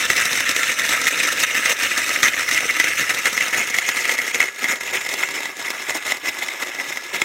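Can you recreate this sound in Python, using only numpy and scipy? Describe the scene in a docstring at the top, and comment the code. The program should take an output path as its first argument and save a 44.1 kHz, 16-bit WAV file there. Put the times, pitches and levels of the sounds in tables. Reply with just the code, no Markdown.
"""An electric ice shaver grinds over a glass bowl on a kitchen counter as the microphone backs away.
Its rotor drags ice over a blade in uneven strokes: the ice crackles at the blade (bite) and rattles
and knocks on the plastic hopper wall (chatter), and both ring through the housing. Behind them sit
a thin scraping sheen, a faint gear whine, a low worktop boom and short kitchen echoes.
The grinding thins out as the ice is used up."""
import sys
import numpy as np
from scipy import signal
from scipy.fft import rfft, irfft, next_fast_len
from scipy.io import wavfile

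SR = 44100
rng = np.random.default_rng(int(sys.argv[2]) if len(sys.argv) > 2 else 0)


def inscribe(sig):
    """Save sig as 16-bit PCM at rate SR to the path in sys.argv[1].

    A 1-D sig is mono; a 2-D sig holds one channel per row.
    Samples are clipped to [-1, 1] before scaling.
    """
    pcm = np.round(np.clip(np.atleast_2d(sig).T, -1, 1) * 32767)
    wavfile.write(sys.argv[1], SR, pcm.astype(np.int16))


N = 319284
TIME = np.arange(N) / SR
CHATTER, BITE = 0, 1

# a chunk snaps free and hits the wall: t/s, relative chatter level/dB, relative bite level/dB
CHUNK_KNOCKS = [(0.101, -3.5, -18), (0.492, -13, -16.5), (0.5639, -8.5, -18), (0.6317, -8.5, -24),
                (0.795, -13, -20.5), (1.069, -8.5, -27), (1.323, -17, -21.5), (1.658, -7, -20),
                (1.6955, -12.5, -20), (1.978, -29, -19.5), (2.1604, -8, -30), (2.2305, -2, -15.5),
                (2.237, -12, -21), (2.5119, -9.5, -20.5), (2.799, -6.5, -15.5), (2.8417, -12.5, -20.5),
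                (3.0944, -13.5, -24), (3.2561, -7, -19), (3.3764, -9, -23), (3.408, -11, -26),
                (3.7426, -12.5, -36), (3.7854, -8, -17.5), (3.8894, -10.5, -17.5), (4.0536, -11, -22.5),
                (4.0932, -9, -23), (4.187, -12.5, -22.5), (4.2784, -16, -31), (4.3451, -9.5, -22.5),
                (4.403, -6, -17), (4.415, -10, -25), (4.427, -9.5, -24.5), (4.6423, -12, -23.5),
                (4.8092, -22, -28.5), (4.875, -15, -38), (5.0631, -18, -28.5), (5.0898, -19, -23),
                (5.139, -18, -20), (5.234, -9.5, -40), (5.704, -17, -21.5), (5.8957, -9.5, -25.5),
                (5.9057, -21, -22), (6.1199, -10, -19), (6.4221, -13.5, -41), (6.4845, -14.5, -27),
                (6.9723, -16, -25.5), (7.2171, -4, -19.5)]
# the microphone backing away: t/s, position (0 close, 1 halfway, 2 far)
MIC_PATH = [(1.7, 0.2), (3.2, 0.62), (4.3, 1.24), (4.9, 1.67), (6.0, 2.03)]


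def gain_of(db):
    """Decibels to amplitude."""
    return 10 ** (np.asarray(db) / 20)


def unit_rms(x):
    """Scales to rms 1."""
    return x / np.sqrt(np.mean(x ** 2) + 1e-20)


def add(mix, start_s, sound):
    """Lays a sound into the mix."""
    part = mix[max(round(start_s * SR), 0):][:len(sound)]
    part += sound[:len(part)]


def wander(rate_hz):
    """Random drift of rms 1, mostly slower than rate_hz."""
    size = next_fast_len(N)
    hz = np.fft.rfftfreq(size, 1 / SR)
    spectrum = rfft(rng.standard_normal(size)) / (1 + (hz / rate_hz) ** 2)
    return unit_rms(irfft(spectrum, size)[:N])


def resonate(x, gain):
    """Minimum-phase filter with the given gain from 0 Hz to SR / 2: it rings only after each blow."""
    log_gain = np.log(np.maximum(np.r_[gain, gain[-2:0:-1]], 1e-4))
    response = np.fft.ifft(np.exp(np.conj(signal.hilbert(log_gain)))).real
    return signal.oaconvolve(x, response)[:N]


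def struck_mode(hz, t60, rise_s=0.00033):
    """One decaying sine whose envelope peaks at 1."""
    t = TIME[:SR // 8]
    envelope = (1 - np.exp(-t / rise_s)) * gain_of(-60 * t / t60)
    return envelope / envelope.max() * np.sin(2 * np.pi * hz * t)


def kitchen(x, early_db=-11.5, early_s=0.0081, echoes_per_s=1500, tail_db=-15.5):
    """Quick echoes off counter and tiles, then a short tail."""
    # reverb time of the kitchen: f/Hz, t60/s
    decay_times = [(150, 0.13), (1000, 0.23), (4000, 0.037), (14000, 0.15)]
    t = TIME[:SR // 2]
    early = rng.standard_normal(len(t)) * (rng.random(len(t)) < echoes_per_s / SR)
    early *= np.exp(-t / early_s) * (t > .002)
    hz, age, spectra = signal.stft(rng.standard_normal(len(t)) * (t > .008), SR, nperseg=256)
    t60 = np.interp(hz, *np.transpose(decay_times))[:, None]
    tail = signal.istft(spectra * gain_of(-60 * age / t60), SR)[1][:len(t)]
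    room = (t == 0) + gain_of(early_db) * early / np.linalg.norm(early)
    room += gain_of(tail_db) * tail / np.linalg.norm(tail)
    return signal.oaconvolve(x, room / np.linalg.norm(room))[:N]


def worktop_boom(boom_hz=78, width_hz=30, boom_db=-31.5, fade_db=-4.0):
    """Chunks jolting the hopper shake the worktop, which booms faintly, most of all up close."""
    hz = np.fft.rfftfreq(N, 1 / SR)
    nearness = gain_of(fade_db * np.interp(TIME, *np.transpose(MIC_PATH)))
    jolts = rfft(rng.standard_normal(N) * rotor_pressure(CHATTER) * nearness)
    resonance = unit_rms(1 / (1 + ((hz - boom_hz) / width_hz) ** 4))
    return gain_of(boom_db) * irfft(jolts * resonance, N)


def gear_whine(waver=.009, waver_hz=39.6, flutter=1.0, flutter_hz=98, ease=.45):
    """Gear tones waver together under uneven load and ease when the ice lifts; worn teeth add grit."""
    # motor and gear tones: f/Hz, level/dB
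    tones = [(415, -56), (1186, -52), (1696, -42.5), (2078, -55), (3795, -56)]
    motor_time = np.cumsum(1 + waver * wander(waver_hz)) / SR
    whine = np.zeros(N)
    for hz, db in tones:
        grit = 1 + flutter * np.tanh(wander(flutter_hz))
        whine += gain_of(db) * unit_rms(np.sin(2 * np.pi * hz * motor_time) * grit)
    return whine * gain_of(ease * lift_db())


def sheen(burst_db=12.0, burst_hz=60, fuzz_hz=300):
    """The scraping sings in thin, fuzzy bursts with the bite, rising as the ice gets smaller."""
    # glide of the singing band: t/s, f/Hz, level/dB relative to the bite
    glide = [(2.601, 6350, -24), (3.702, 6830, -5.5), (4.402, 6760, -11), (4.901, 6970, -5),
             (5.5, 7350, -13), (7.2, 7100, -24)]
    times, hz, db = np.transpose(glide)
    phase = 2 * np.pi * np.cumsum(np.interp(TIME, times, hz)) / SR
    fuzz = wander(fuzz_hz) * np.cos(phase) + wander(fuzz_hz) * np.sin(phase)
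    bursts = gain_of(burst_db * np.tanh(wander(burst_hz)))
    return gain_of(np.interp(TIME, times, db)) * rotor_pressure(BITE) * unit_rms(fuzz * bursts)


def ringing(buzz=0.7, buzz_hz=300, detune=0.067, spread_db=7.0, bump_t60_s=0.036):
    """Knocks ring housing and ice differently each time, bumps sound one low note; loose parts buzz."""
    # hollow plastic, ice cube, glassy chip: f/Hz, level/dB relative to the knock, t60/s
    modes = [(2063, -16.5, 0.048), (3220, -18, 0.036), (7080, -18, 0.02)]
    # a heavy chunk drops in the hopper with a hollow bump: t/s, f/Hz, level/dB before the buzz
    bumps = [(0.103, 374, -17), (2.653, 470, -21.5), (7.22, 346, -23)]
    out = np.zeros(N)
    for start, knock_db, _ in CHUNK_KNOCKS:
        for hz, db, t60 in modes:
            pitch, strength = rng.uniform(-1, 1, 2)
            note = struck_mode(hz * (1 + detune * pitch), t60)
            add(out, start, gain_of(knock_db + db + spread_db * strength) * note)
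    for start, hz, db in bumps:
        add(out, start, gain_of(db) * struck_mode(hz, bump_t60_s))
    return out * (1 + buzz * np.tanh(wander(buzz_hz)))


def housing(chatter, bite, wall_hz=2000, wall_log_width=0.47):
    """Chatter rings the hopper wall; the blade drives the rumble below it and the hiss above."""
    # resonances of housing and counter: f/Hz, width/Hz, level/dB from close, halfway and far
    resonances = [(74, 9, -13, -17.5, -19), (135, 55, 1, -4, -3.5), (285, 101, 5.5, 7, 7),
                  (374, 44, 4.5, 8, 12), (517, 121, 8, 8.5, 10.5), (690, 177, 3.5, 7, 8.5),
                  (959, 195, 4, 5.5, 12), (1281, 158, 11.5, 9, 7), (1380, 330, 7, 6.5, 6.5),
                  (1752, 242, 14, 10, 7), (1975, 110, 12, 16, 13.5), (2100, 213, 11.5, 18.5, 15),
                  (2583, 700, 11, 11, 8), (3340, 390, -27.5, 7, 7), (3704, 410, 13.5, 1.5, 10),
                  (4215, 760, 3.5, 6, 2.5), (5334, 470, 9, 8, 9), (6135, 740, 11, 7.5, 0),
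                  (6570, 730, -7.5, 3, 6.5), (7610, 1000, 6, 1, 2), (8880, 1670, 0.5, 0, -2.5),
                  (11940, 2500, -3.5, -3.0, -4.5), (14841.0, 2300, -7, -7.5, -8)]
    hz = np.fft.rfftfreq(4096, 1 / SR)
    wall_share = 1 / (1 + (np.log((hz + 1) / wall_hz) / wall_log_width) ** 6)
    mic_position = np.interp(TIME, *np.transpose(MIC_PATH))
    out = np.zeros(N)
    for spot in range(3):
        power = sum(gain_of(db[spot]) ** 2 / (1 + ((hz - centre) / width) ** 2) ** 3
                    for centre, width, *db in resonances)
        wall = resonate(chatter, np.sqrt(power * wall_share))
        blade = resonate(bite, np.sqrt(power * (1 - wall_share)))
        crossfade = np.maximum(1 - abs(mic_position - spot), 0)
        out += crossfade * (wall + blade)
    return out


def lift_db():
    """The force dips smoothly each time the ice lifts off the blade."""
    # skips of the ice: centre t/s, half length/s, dip/dB
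    skips = [(0.068, 0.0081, -8), (0.75, 0.017, -6), (1.1, 0.0047, -10), (1.46, 0.0058, -7),
             (1.75, 0.019, -5), (2.31, 0.022, -4), (2.726, 0.011, -6.5), (3.511, 0.016, -5),
             (4.165, 0.0074, -4.5), (4.323, 0.0052, -5), (5.08, 0.008, -6), (4.541, 0.033, -11),
             (4.789, 0.015, -9.5), (5.55, 0.016, -8.5), (6.001, 0.0091, -7), (6.204, 0.018, -6),
             (7.07, 0.056, -3)]
    return sum(dip * np.exp(-.5 * ((TIME - centre) / half) ** 2) for centre, half, dip in skips)


def grinding_db():
    """The bed of steady grinding eases as the ice is used up and ducks in the skips."""
    # load of ice on the rotor: t/s, chatter level/dB
    load = [(0.0, -23.5), (1.3, -24), (2.6, -24.5), (4.2, -27.5), (5.6, -30), (7.24, -31)]
    return np.interp(TIME, *np.transpose(load)) + lift_db()


def rotor_pressure(layer, idle_bite_db=-5.0, grip_s=.017, release_s=0.0075):
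    """Envelope of CHATTER or BITE: steady grinding plus strokes that build, hold and die away."""
    # the rotor presses a chunk across the blade: t/s, length/s, chatter level/dB, bite level/dB
    strokes = [(0.025, 0.041, -19.5, -29.5), (0.147, 0.079, -20.5, -27.5), (0.324, 0.049, -23, -27),
               (0.444, 0.05, -22, -31), (0.65, 0.067, -23, -30), (0.801, 0.023, -25, -35),
               (0.885, 0.063, -18, -25), (1.063, 0.016, -14.5, -17), (1.16, 0.16, -25.5, -29.5),
               (1.379, 0.059, -19.5, -24), (1.533, 0.048, -22.5, -26), (1.655, 0.067, -21, -25.5),
               (1.79, 0.078, -20.5, -27.5), (1.972, 0.02, -22, -24), (2.084, 0.066, -25.5, -29),
               (2.221, 0.073, -19.5, -27), (2.358, 0.049, -23.5, -37), (2.511, 0.07, -21, -25.5),
               (2.665, 0.034, -21, -30.5), (2.76, 0.15, -23.5, -32), (2.964, 0.059, -21, -25.5),
               (3.088, 0.026, -18, -24), (3.246, 0.034, -21, -26), (3.33, 0.11, -28, -31),
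               (3.521, 0.095, -20.5, -25.5), (3.733, 0.022, -24, -34), (3.866, 0.025, -24, -26),
               (3.929, 0.095, -33, -30.5), (4.058, 0.086, -25.5, -31), (4.336, 0.021, -21, -24),
               (4.387, 0.037, -21, -34), (4.579, 0.086, -28, -33.5), (4.67, 0.062, -21, -25),
               (4.921, 0.05, -20.5, -28.5), (5.1, 0.034, -30, -30), (5.169, 0.069, -23.5, -28.5),
               (5.328, 0.052, -28, -32.5), (5.631, 0.056, -28.5, -31.5), (5.87, 0.039, -24.5, -28),
               (5.936, 0.035, -24.5, -27.5), (6.045, 0.07, -22, -27), (6.242, 0.051, -21.5, -27),
               (6.412, 0.031, -28, -28), (6.589, 0.045, -22.5, -28), (6.783, 0.031, -25.5, -30.5),
               (6.86, 0.046, -29, -32), (7.127, 0.04, -22.5, -27)]
    power = gain_of(grinding_db() + (idle_bite_db if layer == BITE else 0)) ** 2
    t = TIME[:SR // 3]
    for start, length, *db in strokes:
        swell = np.minimum(t / grip_s, 1) * np.exp(-np.maximum(t - length, 0) / release_s)
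        add(power, start, (gain_of(db[layer]) * swell) ** 2)
    return np.sqrt(power)


def tumbling(shared_db=1.64, own_db=1.08, rate_hz=35):
    """Chunks tumble in the hopper, so wall and blade feel the force unevenly: a gain for each."""
    shared = shared_db * np.tanh(wander(rate_hz))
    return [unit_rms(gain_of(shared + own_db * np.tanh(wander(rate_hz)))) for _ in range(2)]


def sticking(dip_db=-1.5, stick_s=0.024):
    """Just before each big knock the chunk sticks fast and the scraping falters: a gain."""
    dip = dip_db * np.sin(np.pi * np.minimum(TIME[:SR // 16] / stick_s, 1))
    db = np.zeros(N)
    for start, *_ in CHUNK_KNOCKS:
        add(db, start - stick_s, dip)
    return gain_of(db)


def chips(per_s=18, wall_db=4.0, blade_db=0.5, spread_db=3.0):
    """Small pieces break off at random, ticking louder in hard grinding: rows like CHUNK_KNOCKS."""
    breaks = np.flatnonzero(rng.random(N) < per_s / SR)
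    scatter = rng.uniform(-1, 1, (2, N))
    wall, blade = grinding_db()[breaks] + spread_db * scatter[:, breaks]
    return list(zip(TIME[breaks], wall + wall_db, blade + blade_db))


def knocks(wall_trim_db=-16.5, crack_db=-11.0, strain_db=-8.0, rap_hz=2050, detune=0.045, rap_q=5.2):
    """Strain builds at the blade, the ice cracks and crumbles, then raps the wall at a varying pitch."""
    lead_s, crumble_s, rap_s = .008, .0048, .0028
    t = TIME[:1500] - TIME[round(lead_s * SR)]
    scale = np.sqrt(.004 * SR)  # a knock's level is its power over 4 ms
    swell = np.exp(-abs(t) / crumble_s) * np.where(t < 0, gain_of(strain_db), 1)
    forces = np.zeros((2, N))
    for start, wall_db, blade_db in list(CHUNK_KNOCKS) + chips():
        crumbs = rng.standard_normal(len(t)) * swell / np.linalg.norm(swell)
        crunch = crumbs + gain_of(crack_db) * (t == 0)
        wall_mode = signal.iirpeak(rap_hz * np.exp(detune * rng.standard_normal()), rap_q, fs=SR)
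        rap = signal.lfilter(*wall_mode, crunch * (t >= 0) * np.exp(-abs(t) / rap_s))
        for layer, db, hit in (CHATTER, wall_db + wall_trim_db, rap), (BITE, blade_db, crunch):
            add(forces[layer], start - lead_s, gain_of(db) * scale * hit / np.linalg.norm(hit))
    return forces


def contact_colour(forces, colour_db=3.0, patch_hz=380, patch_s=0.011):
    """Every crack lands on another spot, and so favours some resonances over others."""
    hz, t, spectra = signal.stft(forces, SR, nperseg=256, noverlap=192)
    patches = rng.standard_normal(spectra.shape[1:])
    for axis, steps in enumerate((patch_hz / hz[1], patch_s / t[1])):  # smear in frequency, then time
        patches = signal.lfilter([1], [1, -np.exp(-1 / steps)], patches, axis=axis)
    colour = unit_rms(gain_of(colour_db * np.clip(unit_rms(patches), -2, 2)))
    return signal.istft(spectra * colour, SR, nperseg=256, noverlap=192)[1][:, :N]


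def fractures(per_s=2600, spread_db=3.0):
    """Random tiny cracks in the ice, mostly small and a few large; rms 1."""
    size = gain_of(spread_db * np.minimum(rng.exponential(1, N), 4))
    return unit_rms(size * rng.choice([-1, 1], N) * (rng.random(N) < per_s / SR))


def shaving(slip_db=2.0, slip_hz=150, hiss_db=-1.0, rub_db=-4.0):
    """The ice sticks and slips; each slip is a clump of cracks over the hiss of flakes peeling off."""
    slips = gain_of(slip_db * np.tanh(wander(slip_hz)))
    cracks = fractures()
    rub = gain_of(rub_db) * rng.standard_normal(N)
    hiss = gain_of(hiss_db) * rng.standard_normal(N)
    chatter = unit_rms((cracks + rub) * slips) * rotor_pressure(CHATTER)
    bite = unit_rms((cracks + hiss) * slips) * rotor_pressure(BITE)
    return np.array([chatter, bite]) * tumbling() * sticking()


def scene():
    """The shaver in the kitchen; the pattern of echoes shifts as the microphone moves."""
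    chatter, bite = contact_colour(shaving()) + knocks()
    machine = housing(chatter, bite) + sheen() + gear_whine() + worktop_boom()
    spot_times, step_s = np.linspace(0, TIME[-1], 8, retstep=True)
    crossfades = [np.maximum(1 - abs(TIME - centre) / step_s, 0) for centre in spot_times]
    in_room = sum(kitchen(machine * fade) for fade in crossfades)
    return (in_room + ringing())[None]


def record(dry, low_cut_hz=48, ceiling=.75, high_cut_hz=15900):
    """The microphone drops the deep bass, the loudest peaks are rounded off and the top treble is cut."""
    thinned = signal.sosfilt(signal.butter(2, low_cut_hz, "high", fs=SR, output="sos"), dry)
    rounded = thinned / (1 + (thinned / ceiling) ** 6) ** (1 / 6)
    lowpass = signal.firwin(511, high_cut_hz, window=("kaiser", 9), fs=SR)
    return signal.oaconvolve(rounded, lowpass[None], "same")


dry = scene()
out = record(dry)
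inscribe(out)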